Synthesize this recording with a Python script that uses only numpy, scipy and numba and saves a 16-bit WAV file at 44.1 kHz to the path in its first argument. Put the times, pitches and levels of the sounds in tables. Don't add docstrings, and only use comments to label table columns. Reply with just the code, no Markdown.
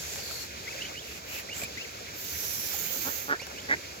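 import sys
import numpy as np
from scipy import signal
from scipy.fft import rfft, irfft
from scipy.io import wavfile
from scipy.ndimage import uniform_filter1d
from numba import njit

SR = 44100
rng = np.random.default_rng(int(sys.argv[2]) if len(sys.argv) > 2 else 0)


def int16_out(signal):
    q = np.round(np.clip(np.atleast_2d(signal).T, -1, 1) * 32767)
    wavfile.write(sys.argv[1], SR, q.astype(np.int16))


N = 176400
T = np.arange(N) / SR
HZ = np.maximum(np.fft.rfftfreq(N, 1 / SR), 1)

# start_s, rise_s, hold_s, fall_s, knee_hz, crest_hz,
# rise_db, hold_db, fall_db, octave_db, pan_db, right_lag_ms
GOSLING_PEEPS = [(.667, .037, .016, .016, 2560, 2680, -37, -39.5, -39, -22, 5, .04),
                 (.775, .026, .038, .022, 2680, 3400, -42, -40, -42, -24, -2, .05),
                 (.813, .005, .011, .008, 2900, 3300, -48, -30.5, -48, -24, -5, .05),
                 (.826, .015, .034, .027, 2920, 3450, -48, -36, -43, -24, 0, .02),
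                 (.951, .013, .044, .042, 2900, 3700, -42, -38.5, -50, -22, -5.5, .06),
                 (1.485, .028, .034, .016, 2800, 3200, -40, -36.5, -50, -22, -4, .04),
                 (1.613, .026, .034, .016, 2350, 2950, -43, -39, -44, -18, 4, .12),
                 (1.771, .027, .037, .022, 2620, 3350, -34.5, -35.5, -39, -11, 4.5, .13),
                 (2.850, .028, .044, .023, 3080, 3850, -41, -41, -48, -18, -1, -.1),
                 (3.390, .030, .024, .016, 2800, 3100, -42, -40.5, -50, -3, -4, .03),
                 (3.557, .014, .039, .022, 2780, 4200, -43, -41, -52, -13, -4, .07)]
# start_s, length_s, pulse_rate_hz, chest_db, throat_db, throat_hz, throat_width_hz,
# upper_resonance_db, squeak_db
GOOSE_GRUNTS = [(3.050, .055, 262, -40.5, -42.5, 1450, 380, -5, -39),
                (3.279, .072, 281, -36.3, -29.8, 1490, 320, -6, -35),
                (3.685, .067, 272, -38, -26.5, 1580, 170, 4, -52)]
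# centre_hz, width_hz, gain_db
CHEST_MODES = [(267, 63, 15), (432, 91, 19), (800, 510, 12)]
# start_s, pitch_hz, decay_s, bubble_db, splash_db
DABBLE_PLOPS = [(.135, 1900, 0.0058, -49, -32), (.158, 784, .005, -41, -30), (0.31, 1260, 0.0042, -38, -33),
                (1.617, 2360, 0.0047, -29, -33), (1.624, 580, 0.0015, -21.5, -44),
                (1.632, 207, 0.0031, -27, -39), (1.635, 2280, 0.0067, -29, -27),
                (2.733, 1285, .008, -46, -36), (2.742, 770, 0.006, -34, -57),
                (3.417, 890, 0.0015, -28.5, -39), (3.42, 507, 0.0043, -33, -57),
                (3.468, 1520, 0.0042, -35.5, -33.5)]
# start_s, end_s, attack_s, release_s, rasp_db, shell_db, ring_from_hz,
# ring_to_hz, ring_q, ring_db, sizzle_db, sizzle_hz, sizzle_pan_db
HAND_STROKES = [(-.05, 0.227, .04, 0.046, -39, -48.5, 5700, 7600, 5.8, -49, -48.5, 11800, -3),
                (0.164, 0.485, 0.08, .05, -41, -50, 4530, 4300, 8.7, -44.5, -48, 11400, 0),
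                (0.994, 1.207, 0.079, 0.027, -48, -51.5, 2600, 2450, 3.1, -51.5, -53.5, 11600, -4),
                (1.242, 1.426, .11, 0.028, -41, -45.5, 2470, 2580, 4.2, -42, -41.5, 12160, -4),
                (1.517, 1.655, 0.063, 0.011, -43.5, -45.5, 7360, 7600, 7.5, -41.5, -44.5, 11300, -7),
                (2.123, 2.368, 0.068, .11, -44.5, -63, 6900, 6300, 6, -53, -40.5, 12400, -5.5),
                (2.228, 2.79, .14, .13, -39, -53.5, 6200, 5530, 6, -43, -35.5, 11370, -8),
                (2.623, 3.34, 0.16, 0.18, -39, -48, 6800, 6300, 9, -44.5, -33, 12430, -11.5)]
# ratio_to_sizzle_pitch, width_hz, gain_db
CASING_MODES = [(1, 1000, -1), (1.12, 950, 0.5), (1.21, 1200, 2), (1.3, 1100, 3)]
# frequency_hz, gain_db
RASP_SPECTRUM = [(1500, -20), (2500, -7), (4400, 0), (7400, 3), (10000, -3), (13000, -6), (16000, -3.5)]
SIZZLE_SPECTRUM = [(6000, -10.5), (9500, -10), (11000, -3), (13000, 6), (16000, 3.5)]
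SHELL_SPECTRUM = [(60, -20), (150, -0.5), (600, -2), (1050, -9.5), (1580, -2), (3000, -5), (8000, -26)]
# frequency_hz, gain_db
WASH_SPECTRUM = [(25, -20), (45, -22), (75, 1), (110, 1.5), (280, -2.5), (550, 1.5), (850, -6.5),
                 (1100, -7.5), (1500, -3), (1900, -6), (2400, -0.5), (3000, -8), (4500, -5.5), (7200, -6.5),
                 (9500, -17), (11500, -15), (14000, -14), (16000, -13)]
# frequency_hz, shared_power_fraction
WASH_COHERENCE = [(60, 1), (550, 0.98), (900, 0.56), (1500, 0.69), (2400, 0.65), (3200, 0.33),
                  (15000, 0.42)]
# frequency_hz, pan_db
WASH_BALANCE = [(100, -0.5), (700, 1), (2300, -1), (3200, -4), (7000, -2), (11000, 1), (14000, -7)]
# frequency_hz, gain_db
MIC_RESPONSE = [(100, 0.5), (7400, 2), (8000, -4), (8600, -23.5), (9300, -7), (10500, -0.5), (11500, 0.5),
                (16000, -5)]

MIC_TOP_HZ = 15850


def goslings():
    foot_hz, flutter_db = 1860, 2.2
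    out, waver, flutter = 0, 1 + .016 * wander(500), undb(flutter_db * wander(250))
    for (start, rise, hold, fall, knee_hz, crest_hz,
         rise_db, hold_db, fall_db, octave_db, pan_db, lag_ms) in GOSLING_PEEPS:
        knee, crest, end = start + rise, start + rise + hold, start + rise + hold + fall
        climb_hz = np.clip((T - knee) / hold, 0, 1) ** 2.8 * (crest_hz - knee_hz)
        drop_hz = np.clip((T - crest) / fall, 0, 1) * (crest_hz - foot_hz)
        hz = np.interp(T, [start, knee], [foot_hz, knee_hz]) + climb_hz - drop_hz
        level_db = np.interp(T, [start + rise / 2, knee, knee + .48 * hold, crest, crest + fall / 2],
                             [rise_db, hold_db - 9, hold_db + .5, hold_db - 14, fall_db])
        phase = 2 * np.pi * np.cumsum(hz * waver) / SR
        tone = np.sin(phase) + undb(octave_db) * np.sin(2 * phase)
        envelope = flutter * undb(level_db) * gate(start, end, .006, .003)
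        out += place(tone * envelope, pan_db, lag_ms)
    return out


def goose():
    out, weak_pulse_db, squeak_top_hz, squeak_s = 0, -6, 1800, .032
    for (start, length, rate_hz, chest_db, throat_db,
         throat_hz, width_hz, upper_db, squeak_db) in GOOSE_GRUNTS:
        progress, end = np.clip((T - start) / length, 0, 1), start + length
        tightening = 1 + .09 * progress + .3 * progress ** 8
        pulse_hz = rate_hz * (1 + .028 * wander(300)) * tightening
        cycles = np.cumsum(pulse_hz * (T > start)) / SR
        count = np.ceil(cycles)
        breath = .15 * rng.standard_normal(N) * np.exp(-4 * (cycles % 1))
        pulses = (np.diff(count, prepend=0) + breath) * undb(weak_pulse_db * (count % 2))

        chest_drive = pulses * gate(start - .004, end + .004, .018, .016)
        chest = sum(undb(db) * ring(chest_drive, hz, width) for hz, width, db in CHEST_MODES)
        chest = unit(steep_filter(chest, 1100, "low"))
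        throat_drive = pulses * np.interp(progress, [0, .2, .45, .75, 1], [.12, .45, 1, 1, 0])
        throat_drive *= T > start
        upper = undb(upper_db) * ring(throat_drive, 1.28 * throat_hz, width_hz=190)
        throat = ring(throat_drive, throat_hz, width_hz) - upper
        buzz = undb(-22) * unit(steep_filter(throat_drive, (2500, 6000), "band"))
        throat = unit(steep_filter(throat, (1060, 2350), "band")) + buzz
        voice = undb(chest_db) * chest + undb(throat_db) * throat
        out += voice * np.sqrt(length * SR / N)

        arch = np.sin(np.pi * np.clip((T - end + .012) / squeak_s, 0, 1))
        squeak_hz = squeak_top_hz * (.72 + .28 * arch) * (1 + .02 * wander(500))
        out += undb(squeak_db) * arch * np.sin(2 * np.pi * np.cumsum(squeak_hz) / SR)
    return place(out, pan_db=-3, lag_ms=.26)


def dabbling():
    size, splash_decay_s = 2048, .003
    out, t = np.zeros((2, N + size)), np.arange(size) / SR
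    for start, hz, decay, bubble_db, splash_db in DABBLE_PLOPS:
        i = int(start * SR)
        splash = rng.standard_normal((2, size)) * np.exp(-t / splash_decay_s)
        out[:, i:i + size] += undb(bubble_db) * bubble(t, hz, decay) + undb(splash_db) * splash
    for when, pitch, faintness, side in rng.random(size=(260, 4)):
        i, hz = int(when * N), 350 * 9 ** pitch
        level_db = -55 - 2.6 * np.log(max(faintness, .02))
        out[:, i:i + size] += pan(10 * (side - .5)) * undb(level_db) * bubble(t, hz, 5 / hz)
    return out[:, :N]


def bubble(t, hz, decay_s):
    phase = 2 * np.pi * hz * t * (1 + .025 * t / decay_s)
    return np.sin(phase) * np.exp(-t / decay_s) * (1 - np.exp(-t / .0014))


def hand_on_casing():
    out, slips, flutter_db = 0, friction(), .75
    rasp, hiss, shell = (unit(colour(friction(), spectrum))
                         for spectrum in (RASP_SPECTRUM, SIZZLE_SPECTRUM, SHELL_SPECTRUM))
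    for (start, end, attack, release, rasp_db, shell_db, from_hz, to_hz,
         q, ring_db, sizzle_db, sizzle_hz, pan_db) in HAND_STROKES:
        whistle = gliding_ring(slips, np.interp(T, [start, end], [from_hz, to_hz]), q)
        scrape = undb(rasp_db) * rasp + undb(ring_db) * unit(whistle)
        drift = 1 + .006 * wander(9)
        modes = 0
        for ratio, width_hz, db in CASING_MODES:
            mode_hz = ratio * sizzle_hz
            if mode_hz < MIC_TOP_HZ:
                modes += undb(db) * gliding_ring(slips, mode_hz * drift, mode_hz / width_hz)
        sizzle = undb(sizzle_db) * (undb(-1.5) * hiss + undb(.5) * unit(modes))
        stroke = undb(shell_db) * shell + scrape * pan(.6 * pan_db) + sizzle * pan(pan_db)
        out += gate(start, end, attack, release) * stroke
    return out * undb(flutter_db * wander(34.7))


def friction():
    return unit(rng.standard_normal((2, N)) * np.exp(.19 * wander(1800)))


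def bank_scatter(near, decay_s=.018):
    tail = rng.standard_normal((2, N // 8)) * np.exp(-T[:N // 8] / decay_s)
    tail /= np.sqrt(np.sum(tail ** 2) / 2)
    return undb(-14) * signal.fftconvolve(near, tail, axes=1)[:, :N]


def water_wash(level_db=-42.5, swell_db=.99):
    coherence = np.clip(along_hz(WASH_COHERENCE), 0, 1)
    shared = rfft(place(rng.standard_normal(N), pan_db=0, lag_ms=.453))
    separate = rfft(rng.standard_normal((2, N)))
    spectrum = np.sqrt(coherence) * shared + np.sqrt(1 - coherence) * separate
    balance_db = np.array([[.5], [-.5]]) * along_hz(WASH_BALANCE)
    spectrum *= undb(along_hz(WASH_SPECTRUM) + balance_db)
    out = 0
    for octave in range(4, 15):
        band = irfft(spectrum * np.clip(1 - np.abs(np.log2(HZ) - octave), 0, 1), N)
        flicker_db = 2 * min(1, 2000 / 2 ** octave)
        out += band * undb(flicker_db * wander(29.97))
    return unit(out) * undb(level_db + swell_db * wander(3.2))


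def rumble(hz=74.4, width_hz=25.4):
    noise = rng.standard_normal(N) + .16 * rng.standard_normal((2, N))
    return undb(-57) * unit(ring(ring(noise, hz, width_hz), hz, width_hz))


def undb(db):
    return 10 ** (np.asarray(db) / 20)


def unit(x):
    return x / np.sqrt(np.mean(x ** 2) + 1e-18)


def wander(rate_hz):
    step = int(SR / rate_hz)
    stairs = np.repeat(rng.standard_normal(N // step + 1), step)
    return unit(uniform_filter1d(stairs, step)[:N])


def gate(start, end, attack, release):
    return np.clip((T - start) / attack, 0, 1) * np.clip((end - T) / release, 0, 1)


def pan(db):
    return unit(undb(np.array([[db], [-db]]) / 2))


def place(x, pan_db, lag_ms):
    right = irfft(rfft(x) * np.exp(-2j * np.pi * HZ * lag_ms / 1000), N)
    return pan(pan_db) * np.array([x, right])


def along_hz(points):
    hz, value = np.array(points, float).T
    return np.interp(np.log(HZ), np.log(hz), value)


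def colour(x, points):
    return irfft(rfft(x) * undb(along_hz(points)), N)


def steep_filter(x, edges_hz, kind):
    return signal.sosfilt(signal.butter(4, edges_hz, kind, fs=SR, output="sos"), x)


def ring(x, hz, width_hz):
    return signal.lfilter(*signal.iirpeak(hz, hz / width_hz, fs=SR), x)


@njit
def sweep(x, hz, q):
    y, band, low = np.empty(len(x)), 0., 0.
    for i in range(len(x)):
        g = np.tan(np.pi * hz[i] / SR)
        v = (band + g * (x[i] - low)) / (1 + g * (g + 1 / q))
        band, low, y[i] = 2 * v - band, low + 2 * g * v, v / q
    return y


def gliding_ring(x, hz, q):
    return np.array([sweep(sweep(channel, hz, float(q)), hz, float(q)) for channel in x])


def scene():
    near = goslings() + goose() + dabbling()
    return near + bank_scatter(near) + water_wash() + rumble() + hand_on_casing()


def record(dry):
    top_cut = 1 / (1 + np.exp(np.clip((HZ - MIC_TOP_HZ) / 30, -50, 50)))
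    return irfft(rfft(colour(dry, MIC_RESPONSE)) * top_cut, N)


dry = scene()
out = record(dry)
int16_out(out)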